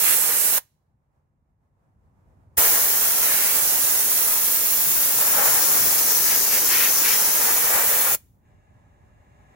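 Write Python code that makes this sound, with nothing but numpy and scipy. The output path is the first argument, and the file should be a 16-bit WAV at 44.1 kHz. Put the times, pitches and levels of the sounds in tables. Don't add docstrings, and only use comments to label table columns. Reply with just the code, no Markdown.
import sys
import numpy as np
from scipy import signal
from scipy.fft import rfft, irfft
from scipy.io import wavfile

SR = 44100
rng = np.random.default_rng(int(sys.argv[2]) if len(sys.argv) > 2 else 0)


def pcm_store(signal):
    levels = np.round(np.clip(np.atleast_2d(signal), -1, 1) * 32767)
    wavfile.write(sys.argv[1], SR, levels.astype(np.int16).T)


N = 421155
FRAME, HOP = 1024, 256
TIME = np.arange(N) / SR
HZ = np.fft.rfftfreq(FRAME, 1 / SR)
FRAME_S = np.arange(-(-N // HOP) + 1) * HOP / SR

# open_s, shut_s, level_db of the last air left in the hose
BURSTS = [(-0.6, 0.582, -53.5), (2.569, 8.149, -41)]
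# freq_hz, level_db
JET_COLOUR = [(40.0, -24), (70.0, -21), (220.0, -21), (450.0, -19), (1700.0, -16.5), (3400.0, -18),
              (5000.0, -16), (7100.0, -7.5), (8300.0, -13), (9600.0, -9), (11200.0, -4.5), (12800.0, -6.5),
              (14400.0, -2.1), (15700.0, -1.5)]
# time_s, level_db
JET_STRENGTH = [(0.0, -54.5), (0.3, -57.5), (0.58, -55), (2.6, -53.5), (4.7, -54), (5.5, -52), (6.6, -54),
                (8.15, -53)]
# time_s, side_db
NOZZLE_AIM = [(0.3, -8), (2.58, -2), (3.7, -4.5), (5.4, -1), (7.3, -2.5), (8.15, -0.8)]
# time_s, lag_ms
JET_LAG = [(.58, 0.11), (2.6, 0.074), (3.5, 0.11), (5.0, 0.065), (6.0, 0.017), (7.0, 0.019), (8.15, 0.02)]
# freq_hz, level_db
HOLLOW_COLOUR = [(75.0, -46), (150.0, -13.5), (330.0, -15), (450.0, -2.5), (830.0, -0.5), (1250.0, 0.5),
                 (1650.0, 1.3), (2400.0, -4.5), (4000.0, -23), (6000.0, -41.5)]
# time_s, level_db
HOLLOW_SPRAY = [(0.0, -67.5), (2.6, -66), (3.6, -68), (4.8, -76.5), (5.4, -70), (7.4, -67)]
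# deepest_s, level_db, leave_s
HOLLOW_HITS = [(2.63, -64.5, 0.18), (4.33, -69, .08), (5.39, -57, 0.29), (7.50, -62, 0.055),
               (7.74, -57.5, 0.18), (8.07, -60.5, 0.072)]
# freq_hz, width_hz, boost_db
CAVITIES = [(460.6, 67, 5), (574.6, 46, 5), (805, 70, 4.5), (945, 88, 4), (1140, 87, -1.5), (1690, 74, 1),
            (1800, 63, -0.5), (2157, 120, -1.5), (2740, 150, 0.5)]
# freq_hz, level_db
EDGE_COLOUR = [(600, -46.5), (1200, -7), (1500, -4), (1750, -0.5), (2200, 1), (2750, -0.5), (3200, -5.5),
               (4300, -7.5), (6000, -14.5), (9000, -17), (11700, 0.5), (13200, -7), (15300, -4)]
# time_s, level_db
EDGE_SPRAY = [(0.3, -66.5), (2.6, -71.5), (5.0, -75), (6.9, -70.5), (7.6, -66.5)]
# middle_s, length_s, level_db
EDGE_CROSSINGS = [(0.10, 0.088, -58.5), (3.38, 0.3, -62.5), (6.32, 0.066, -64), (6.55, .07, -61),
                  (6.79, .155, -55.5), (7.10, .11, -57)]
# freq_hz, level_db
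WALL_COLOUR = [(1750.0, -40), (3500.0, -21), (4800.0, -3), (6100.0, -2), (7000.0, -4), (8300.0, -18.5),
               (11800.0, -7), (15500.0, -5)]
# time_s, level_db
WALL_STRENGTH = [(0.3, -73.5), (3.3, -71.5), (5.0, -74.5), (5.6, -68), (6.4, -65), (7.2, -66), (7.8, -73),
                 (8.15, -88.5)]
# freq_hz, half_width_hz, level_db relative to the wall
WALL_GAP = [(309, 110, -3), (450, 90, -2.5), (1011, 94, -2), (1720, 130, -7), (2110, 200, -12),
            (6090, 260, 2.5)]
# freq_hz, level_db
COVER_COLOUR = [(3000.0, -42.5), (6000.0, -26.5), (7500.0, -6.5), (9500.0, -11), (11200.0, -2),
                (12500.0, -4), (14000.0, -15.5), (21000.0, -38)]
# time_s, level_db
COVER_STRENGTH = [(0, -62), (.1, -52), (.3, -58), (.45, -54.5), (.58, -61), (1.0, -110)]
# middle_s, half_length_s, level_db
PUFFS = [(4.88, 0.065, -69), (5.52, 0.11, -67), (5.85, 0.082, -63)]
# freq_hz, level_db
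PUFF_COLOUR = [(20, -24.5), (40, -4), (60, -1.5), (100, -4), (180, -2), (400, -17), (1500, -57.5)]
# left_ms, right_ms, strength (gain at high frequency)
GLINTS = [(.21, .33, 0.13), (.52, .67, 0.14), (.93, 1.21, 0.21), (1.72, 1.46, 0.25), (2.6, 3.5, 0.31),
          (4.3, 4.1, .18), (6.9, 6.9, .15), (12.3, 12, 0.17)]
# freq_hz, side_db
PORT_COLOUR = [(150.0, 1.5), (500.0, -0.9), (1000.0, 1), (1700.0, 3.5), (2700.0, 2.5), (3800.0, -5),
               (4800.0, -4), (5800.0, 2), (7200.0, 3.5), (8200.0, -6), (9400.0, -4.5), (11000.0, 0.3),
               (13000.0, 0.5), (14500.0, 2.5)]
# freq_hz, likeness (correlation)
JET_LIKENESS = [(40, 0.51), (150, .55), (300, 0.5), (600, 0.85), (1000, .58), (1600, 0.27), (2800, 0.11),
                (7000, 0.22), (16000, .3)]
# freq_hz, likeness (correlation)
EDGE_LIKENESS = [(1500, 0.91), (4000, 0.33), (16000, .45)]
# freq_hz, t60_s
WORKSHOP_T60 = [(200, 0.34), (1000, 0.37), (4000, 0.6), (7000, 0.47), (15000, 0.35)]
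# freq_hz, half_width_hz, level_db
SEEP_BORE = [(400, 26, 4), (595, 26, 10), (755, 22, 9), (830, 40, 7.5), (1055, 50, 2), (1250, 90, -3),
             (1690, 50, 4), (1880, 330, -3), (2300, 250, -8), (2780, 130, -8), (3600, 500, -16),
             (5500, 700, -24), (7000, 750, -15), (10000, 3500, -27), (15000, 900, -27)]
# time_s, level_db
SEEP_STRENGTH = [(8.35, -128), (8.46, -100), (9.1, -99), (9.5, -93.5)]
# freq_hz, level_db
RUMBLE_COLOUR = [(20, -30), (35, -11), (52, 0), (75, 3), (110, -6), (145, -11.5), (200, -12), (370, -24),
                 (900, -42.5), (3000, -68.5)]
# time_s, level_db
RUMBLE_STRENGTH = [(.6, -88), (1.7, -85.5), (2.3, -74), (4.0, -81.5), (8.3, -75.5), (9.5, -72)]
# freq_hz, level_db
WASH_COLOUR = [(100, -13.5), (300, -5.5), (550, 0), (920, 0.5), (1400, -9), (2000, -14.5), (3000, -25.5),
               (4500, -29), (7000, -26.5), (15500, -32)]
# time_s, level_db
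WASH_STRENGTH = [(1.6, -109), (2.2, -99), (2.55, -97), (8.3, -102.5), (9.5, -94)]
# freq_hz, likeness (correlation)
DIFFUSE_LIKENESS = [(40, 0.88), (150, .8), (400, 0.6), (800, 0.096), (1300, -.25), (2000, -.15),
                    (2800, .05), (16000, 0)]
# pitch_hz, level_db
DISTANT_MOTOR = (145.3, -75.5)


def blast(between_modes_db=-3.0):
    ring_db = between_modes_db
    for hz, width_hz, boost_db in CAVITIES:
        ring_db = ring_db + boost_db / (1 + (2 * (HZ - hz) / width_hz) ** 2)
    ring = amp(ring_db[:, None]) ** 2

    power = splash(JET_COLOUR, curve(JET_STRENGTH), side_db=curve(NOZZLE_AIM), flutter_db=0.5)
    power += splash(HOLLOW_COLOUR, in_hollows(), side_db=2.0, flutter_db=1.44) * ring
    power += splash(WALL_COLOUR, curve(WALL_STRENGTH), side_db=16.5, flutter_db=1.24)
    power += resonances(WALL_GAP)[:, None] * amp(curve(WALL_STRENGTH)) ** 2
    power += splash(COVER_COLOUR, curve(COVER_STRENGTH), side_db=-4.0, flutter_db=1.2)
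    for middle_s, half_s, db in PUFFS:
        swell = np.exp(-((FRAME_S - middle_s) / half_s) ** 2)
        power += amp(db + colour(PUFF_COLOUR)) ** 2 * swell
    edge_power = splash(EDGE_COLOUR, on_edges(), side_db=2.0, flutter_db=0.74) * ring

    path = ports() * reflections()
    air = turbulence(np.sqrt(power) * path, JET_LIKENESS)
    air += turbulence(np.sqrt(edge_power) * path, EDGE_LIKENESS)
    return air * valve() * powder()


def splash(shape, strength_db, side_db, flutter_db):
    level_db = colour(shape) + strength_db + pressure() + flutter_db * wander(30)
    return (amp(level_db) * pan(side_db)) ** 2


def in_hollows(enter_s=0.14):
    levels_db = [curve(HOLLOW_SPRAY)]
    for deepest_s, db, leave_s in HOLLOW_HITS:
        away = np.maximum((deepest_s - FRAME_S) / enter_s, (FRAME_S - deepest_s) / leave_s)
        levels_db.append(db - 20 * np.log10(np.e) * away)
    return together(levels_db)


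def on_edges(steepness=4.6):
    levels_db = [curve(EDGE_SPRAY)]
    for middle_s, length_s, db in EDGE_CROSSINGS:
        away = abs(2 * (FRAME_S - middle_s) / length_s)
        levels_db.append(db - 10 * np.log10(1 + away ** (2 * steepness)))
    return together(levels_db)


def pressure(stored_db=4, sag_s=0.18):
    return sum(stored_db * np.exp(-((FRAME_S - open_s) / sag_s) ** 2) for open_s, *_ in BURSTS)


def valve(open_ramp_s=0.013, bleed_s=0.0054, surge_db=2.0, surge_s=0.02, empty_s=0.096):
    flow = np.zeros(N)
    for open_s, shut_s, rest_db in BURSTS:
        age = np.maximum(TIME - open_s, 0)
        since_shut = np.maximum(TIME - shut_s, 0)
        opening = np.minimum(age / open_ramp_s, 1)
        surge = amp(surge_db * np.exp(-age / surge_s))
        closing = np.exp(-since_shut / bleed_s) + amp(rest_db) * np.exp(-since_shut / empty_s)
        flow += opening * surge * closing
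    return flow


def powder(clump_db=0.21, clump_hz=160):
    pole = np.exp(-2 * np.pi * clump_hz / SR)
    clumps = signal.lfilter([1], [1, -pole], rng.standard_normal(N))
    return amp(clump_db * clumps / clumps.std())


def thump(db=-34, hz=78, rise_s=0.0087):
    total = np.zeros(N)
    for open_s, *_ in BURSTS:
        age = np.maximum(TIME - open_s, 0)
        envelope = age / rise_s * np.exp(1 - age / rise_s)
        total += envelope * np.sin(2 * np.pi * hz * age)
    return amp(db) * total


def reflections(sway=.06, hand_hz=2.0, small_parts_hz=800):
    f = HZ[:, None]
    total, power = 1, 1
    for left_ms, right_ms, strength in GLINTS:
        delay_s = np.array([left_ms, right_ms])[:, None, None] / 1000
        delay_s = delay_s * (1 + sway * wander(hand_hz))
        size = strength * f / (f + small_parts_hz)
        total = total + size * np.exp(-2j * np.pi * f * delay_s)
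        power = power + size ** 2
    return total / np.sqrt(power)


def ports():
    late = np.exp(-2j * np.pi * HZ[:, None] * curve(JET_LAG) / 1000)
    return pan(colour(PORT_COLOUR)) * np.array([late, np.ones_like(late)])


def room(x, near_db=-19, near_t60=0.12, far_db=-39, dull_hz=9000):
    hz, t, z = signal.stft(rng.standard_normal((2, SR // 2)), SR, nperseg=256)
    z = z / np.hypot(1, hz / dull_hz)[:, None]
    near = signal.istft(z * 1000. ** (-t / near_t60), SR)[1]
    far = signal.istft(z * 1000. ** (-t / colour(WORKSHOP_T60, hz)), SR)[1]
    tail = amp(near_db) * near / np.linalg.norm(near[0])
    tail = tail + amp(far_db) * far / np.linalg.norm(far[0])
    return signal.fftconvolve(x, tail, axes=1)[:, :N]


def seep(lag_ms=.46, likeness=.5):
    f = np.fft.rfftfreq(N, 1 / SR)
    right, other = rfft(rng.standard_normal((2, N)))
    left = likeness * right * np.exp(-2j * np.pi * f * lag_ms / 1000)
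    left += np.sqrt(1 - likeness ** 2) * other
    bore = np.sqrt(resonances(SEEP_BORE, f) * SR / 2)
    air = irfft(np.array([left, right]) * bore, N)
    return air * amp(np.interp(TIME, *np.transpose(SEEP_STRENGTH)))


def motor(drift_hz=1.0, waver_db=2):
    hz, db = DISTANT_MOTOR
    drift = np.interp(TIME, FRAME_S, wander(5.4))
    waver = np.interp(TIME, FRAME_S, wander(5.4))
    phase = 2 * np.pi * np.cumsum(hz + drift_hz * drift) / SR
    return amp(db + waver_db * waver) * np.sin(phase)


def background(throb_db=1.5, waver_db=1.9, wash_side_db=-2.5):
    rumble = amp(colour(RUMBLE_COLOUR) + curve(RUMBLE_STRENGTH) + throb_db * wander(23))
    wash = amp(colour(WASH_COLOUR) + curve(WASH_STRENGTH) + waver_db * wander(8.7))
    wash = wash * pan(wash_side_db)
    return turbulence(np.sqrt(rumble ** 2 + wash ** 2), DIFFUSE_LIKENESS)


def turbulence(field, likeness):
    noise = rng.standard_normal((2, N))
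    left, other = signal.stft(noise, nperseg=FRAME, noverlap=FRAME - HOP)[2]
    same = np.clip(colour(likeness), -1, 1)
    right = same * left + np.sqrt(1 - same ** 2) * other
    z = np.array([left, right]) * field
    return np.sqrt(SR / 2) * signal.istft(z, nperseg=FRAME, noverlap=FRAME - HOP)[1][:, :N]


def resonances(modes, f=HZ):
    return sum(amp(db) ** 2 / (1 + ((f - hz) / width) ** 2) ** 2 for hz, width, db in modes)


def wander(rate_hz):
    f = np.geomspace(rate_hz / 10, rate_hz, num=24)[:, None]
    drift = np.sin(2 * np.pi * (f * FRAME_S + rng.random(f.shape))).sum(0)
    return drift / drift.std()


def together(levels_db):
    return 10 * np.log10(sum(amp(db) ** 2 for db in levels_db))


def amp(db):
    return 10 ** (np.asarray(db) / 20)


def pan(db):
    return np.array([amp(np.atleast_2d(db) / 2), amp(-np.atleast_2d(db) / 2)])


def colour(points, hz=HZ):
    f, value = np.transpose(points)
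    return np.interp(np.log(hz + 1), np.log(f + 1), value)[:, None]


def curve(points):
    return np.interp(FRAME_S, *np.transpose(points))


def scene():
    jet = blast() + thump()
    return jet + room(jet) + seep() + background() + motor()


def record(dry, low_cut_hz=42, band_limit_hz=15850):
    bass_cut = signal.butter(N=3, Wn=low_cut_hz, btype="high", fs=SR, output="sos")
    thinned = signal.sosfilt(bass_cut, dry)
    lowpass = signal.firwin(1023, band_limit_hz, window=("kaiser", 8), fs=SR)
    return signal.oaconvolve(thinned, lowpass[None], "same")


dry = scene()
out = record(dry)
pcm_store(out)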